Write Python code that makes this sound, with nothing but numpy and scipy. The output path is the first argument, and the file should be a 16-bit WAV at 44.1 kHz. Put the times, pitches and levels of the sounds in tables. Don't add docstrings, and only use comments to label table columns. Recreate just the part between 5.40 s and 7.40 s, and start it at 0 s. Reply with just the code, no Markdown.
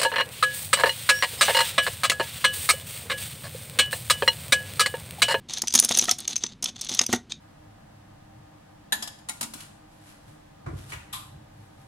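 import sys
import numpy as np
from scipy import signal
from scipy.fft import rfft, irfft
from scipy.io import wavfile

SR = 44100
rng = np.random.default_rng(int(sys.argv[2]) if len(sys.argv) > 2 else 0)


def transcribe(u):
    v = np.clip(np.atleast_2d(u).T, -1, 1)
    q = np.round(v * 32767).astype(np.int16)
    wavfile.write(sys.argv[1], SR, q)


N = 88200

# start in seconds, level in dB, brightness in dB.
CLACK_HITS = [(0.1341, -7, 4), (0.171, -17.5, -15), (0.181, -14.5, 3), (0.2184, 1.5, 4.5),
              (0.2714, -6.5, -1), (0.2788, -3.5, 0), (0.3031, -16, -2), (0.3231, -11, -2), (0.3379, -2, 10),
              (0.3499, 2.5, 13.5), (0.3545, 3, 6), (0.362, -3.5, 4.5), (0.3754, -6.5, -6),
              (0.3887, 6.5, -3.5), (0.3977, 1.5, 16), (0.4234, -7.5, -1), (0.4462, -6.5, 16.5),
              (0.4891, -3, 0), (0.5211, -10, -10.5), (0.5487, -8, -8.5), (0.5721, -4, 11),
              (0.586, -1.5, 15), (0.592, -3, -6), (0.6118, -4.5, 2), (0.622, -11, -13), (0.641, -11.5, 11),
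              (0.653, -8.5, 0), (0.6912, -4.5, -7.5), (0.7109, -1, 11.5), (0.7836, -18, 15.5),
              (0.8005, -23, 15.5), (0.8761, -5, 5), (0.891, -20.5, 0), (0.9063, -17, -7), (0.928, -19, -12),
              (0.957, -9, -3), (0.962, -7.5, -3), (0.977, -17, 7), (1.036, -8, -6), (1.063, -18.5, -10),
              (1.224, -13, 12), (1.2408, -7, 7), (1.257, -11.5, -12.5), (1.288, -22, -14.5),
              (1.4110, -13.5, 14), (1.4447, -17.5, 6.5), (1.4654, -22, -16), (1.487, -17.5, -2),
              (1.493, -12.5, 4), (1.515, -17.5, -9.5), (1.5368, -12.5, -7), (1.5457, -11.5, 12),
              (1.57, -18.5, -13), (1.5908, 5, -2), (1.6127, -0.5, -3), (1.6626, -8, 5), (1.727, -3.5, 9),
              (1.7464, -16, 1.5), (1.9188, -17, -19.5)]
# pitch in Hz, level in dB, time to die away by 60 dB in seconds.
TILE_MODES = [(2890, -11, 0.00096), (3586, 2.5, 0.013), (4110, 12, 0.0029), (4960, -18.5, 0.017),
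              (5560, -3, 0.0049), (6193, -2.5, 0.014), (8390, -7.5, 0.016), (9720, 5.5, 0.0055),
              (12200, -1, 0.002)]
# start in seconds, length in seconds, level in dB.
TILE_SLIDES = [(0.082, 0.12, -46), (0.2, 0.074, -64), (0.333, 0.077, -31.5), (0.433, 0.031, -30),
               (0.48, .17, -36), (0.666, 0.081, -35), (0.779, 0.082, -47.5), (0.877, 0.066, -39.5),
               (1.003, 0.059, -50.5), (1.082, 0.057, -55.5), (1.224, 0.078, -41.5), (1.346, 0.06, -48.5),
               (1.405, 0.071, -49.5), (1.483, 0.11, -41), (1.61, 0.042, -35.5), (1.684, 0.059, -44),
               (1.727, 0.043, -35), (1.894, 0.034, -51.5)]
# start in seconds, level in dB, hardness in dB per octave.
TABLE_KNOCKS = [(0.234, -25.5, 2), (0.339, -28, -2), (0.35, -22.5, 6), (0.426, -27, 5.5), (0.508, -20, 3),
                (0.623, -23.5, -0.5), (0.681, -25, 6), (1.04, -27.5, 1.5), (1.228, -33.5, 0.5),
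                (1.514, -30.5, -2.5), (1.591, -42, 17.5), (1.61, -21.5, 4), (1.692, -24.5, -4.5),
                (1.727, -17.5, 5), (1.735, -10.5, 2)]
# pitch in Hz, level in dB, time to die away by 60 dB in seconds.
TABLE_MODES = [(112.5, -21, 0.089), (212, -15.5, 0.08), (238.5, -11.5, 0.1), (329, -11.5, 0.034),
               (507, -7.5, 0.017), (739, -10.5, 0.047), (878, -5, 0.014), (1260, -2.5, 0.0081),
               (1854, -3.5, 0.0079), (2670, -17, 0.017)]
# frequency in Hz, relative level in dB.
HUSH_SPECTRUM = [(18, -53.5), (30, -5), (240, -0.5), (473, -19), (3690, -28.5), (12000, -46), (15600, -76),
                 (22000, -120)]

CHATTER_S, CHATTER_FADE_DB = 0.0043, 7
SOFT_LONGER = .2
LOW_RING_HZ, HIGH_RING_HZ = 4400, 7800
CLACK_LOW_DB, CLACK_HIGH_DB, RATTLE_LOW_DB, RATTLE_HIGH_DB = -22, -20, -8.5, -12
TILE_COUNT, TILE_DETUNE = 5, 0.035
TILE_COLOUR_DB, MODE_SPREAD_DB, TOUCH_SPREAD_DB = 2.5, 2.5, 1.5
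CONTACT_CUT_HZ = 7660
RATTLE_PER_S, RATTLE_UNEVEN_DB, LUMPS_PER_S, LUMP_DB = 1100, 3, 110, 4.5
SLIDE_EDGE_S, SLIDE_FADE_DB, TABLE_SHUFFLE_DB = 0.0085, 2.5, -10
FIRM_SLIDE_DB, BRIGHTEN = -37.5, .7
KNOCK_LENGTH_S, PUSH_BELOW_HZ = 0.00714, 400


def clacks():
    start, db, bright_db = np.transpose(CLACK_HITS)[:, :, None]
    along, sizes = chatter(len(start), count=16)
    stretch = amp(-SOFT_LONGER * np.minimum(db, 0))
    times = start + along * CHATTER_S * stretch
    return tile_rings(times, sizes * amp(db), CLACK_LOW_DB - bright_db, CLACK_HIGH_DB + bright_db)


def chatter(events, count, rise_share=0.33):
    along = rng.random((events, count))
    swell = np.minimum(1, along / rise_share)
    db = TOUCH_SPREAD_DB * rng.standard_normal(along.shape) - CHATTER_FADE_DB * along
    return along, swell * amp(db) * rng.choice([-1, 1], along.shape) / np.sqrt(count)


def tile_rings(times, sizes, low_db, high_db):
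    body, bright = np.zeros((2, N))
    tile = rng.integers(0, TILE_COUNT, (len(times), 1))
    for hz, db, t60 in TILE_MODES:
        trim_db = low_db if hz < LOW_RING_HZ else high_db if hz > HIGH_RING_HZ else 0
        colour_db = TILE_COLOUR_DB * rng.standard_normal(tile.shape)
        touch_db = MODE_SPREAD_DB * rng.standard_normal(times.shape)
        struck = sizes * amp(db + trim_db + colour_db + touch_db)
        layer = bright if hz > HIGH_RING_HZ else body
        for k, detune in enumerate(np.linspace(-TILE_DETUNE, TILE_DETUNE, TILE_COUNT)):
            layer += ring(clicks(times, struck * (tile == k)), hz * (1 + detune), t60)
    return bright + rolloff(body, 4, CONTACT_CUT_HZ)


def rattle():
    times = rng.uniform(0, N / SR, 12000)
    touching = rng.random(len(times)) < RATTLE_PER_S * N / SR / len(times)
    lumps_db = LUMP_DB * np.interp(times * LUMPS_PER_S, np.arange(600), rng.standard_normal(600))
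    accent_db = RATTLE_UNEVEN_DB * np.minimum(rng.exponential(1, len(times)), 3)
    sizes = touching * amp(lumps_db + accent_db) * rng.choice([-1, 1], len(times))
    start, length, db = np.transpose(TILE_SLIDES)[:, :, None]
    elapsed = times - start
    gate = np.clip(np.minimum(elapsed, length - elapsed) / SLIDE_EDGE_S, 0, 1)
    sizes *= np.sum(gate * amp(db - SLIDE_FADE_DB * elapsed / length), axis=0)
    bright_db = np.sum((gate > 0) * BRIGHTEN * (db - FIRM_SLIDE_DB), axis=0)[:, None]
    shuffle = np.zeros(N)
    for hz, mode_db, t60 in TABLE_MODES:
        nudges = clicks(times, sizes * rng.standard_normal(len(times)))
        shuffle += amp(mode_db) * ring(nudges, hz, t60)
    low_db, high_db = RATTLE_LOW_DB - bright_db / 2, RATTLE_HIGH_DB + bright_db
    return tile_rings(times[:, None], sizes[:, None], low_db, high_db) + amp(TABLE_SHUFFLE_DB) * shuffle


def knocks():
    start, db, hardness = np.transpose(TABLE_KNOCKS)[:, :, None]
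    along, sizes = chatter(len(start), count=6)
    table = np.zeros(N)
    for hz, mode_db, t60 in TABLE_MODES:
        tilt_db = hardness * np.log2(max(hz, 200) / 500)
        touch_db = MODE_SPREAD_DB * rng.standard_normal(along.shape)
        struck = np.abs(sizes) * amp(db + mode_db + tilt_db + touch_db)
        spread = along if hz > PUSH_BELOW_HZ else along / 8
        table += ring(clicks(start + spread * KNOCK_LENGTH_S, struck), hz, t60)
    return table


def hollow_knock(start_s=0.686):
    blow = clicks(start_s, 1.)
    return amp(-23) * ring(blow, hz=725, t60=0.072) + amp(-21.5) * ring(blow, hz=1297, t60=0.068)


def room_tail(x, t60=0.16, level_db=-16, cut_hz=6800):
    t = np.arange(SR // 2) / SR
    tail = rng.standard_normal(len(t)) * amp(-60 * t / t60) * (t > .003)
    tail = rolloff(tail, 1, cut_hz)
    return amp(level_db) * signal.fftconvolve(x, tail / np.sqrt(np.sum(tail ** 2)))[:N]


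def hush(level_db=-52):
    hz, db = np.transpose(HUSH_SPECTRUM)
    bin_hz = np.arange(1, N // 2 + 2) * SR / N
    shape = amp(np.interp(np.log(bin_hz), np.log(hz), db))
    return amp(level_db) * unit_rms(irfft(rfft(rng.standard_normal(N)) * shape, N))


def split_treble(mid, above_hz=5800, side_db=-24):
    smear = unit_rms(rng.standard_normal(256)) / 16
    smeared = np.convolve(mid, smear)
    side = rolloff(np.diff(smeared)[:N], 6, above_hz, "high")
    return mid + amp(side_db) * side * [[1], [-1]]


def ring(hits, hz, t60):
    decay, angle = amp(-60 / (t60 * SR)), 2 * np.pi * hz / SR
    return signal.lfilter([.5, 0, -.5], [1, -2 * decay * np.cos(angle), decay * decay], hits + 1e-18)


def clicks(times, sizes):
    return np.bincount(np.clip((np.ravel(times) * SR).astype(int), 0, N - 1), np.ravel(sizes), N)


def rolloff(x, order, hz, kind="low"):
    return signal.sosfilt(signal.butter(order, hz, kind, fs=SR, output="sos"), x)


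def amp(db):
    return 10 ** (np.asarray(db) / 20)


def unit_rms(x):
    return x / np.sqrt(np.mean(x ** 2) + 1e-20)


def scene():
    near = clacks() + rattle() + knocks() + hollow_knock()
    near = rolloff(near, 2, hz=58, kind="high")
    return split_treble(near + room_tail(near) + hush())


def record(dry):
    top_cut = signal.cheby2(16, 80, 16500, fs=SR, output="sos")
    return signal.sosfilt(top_cut, np.clip(dry, -1, 1))


dry = scene()
out = record(dry)
transcribe(out)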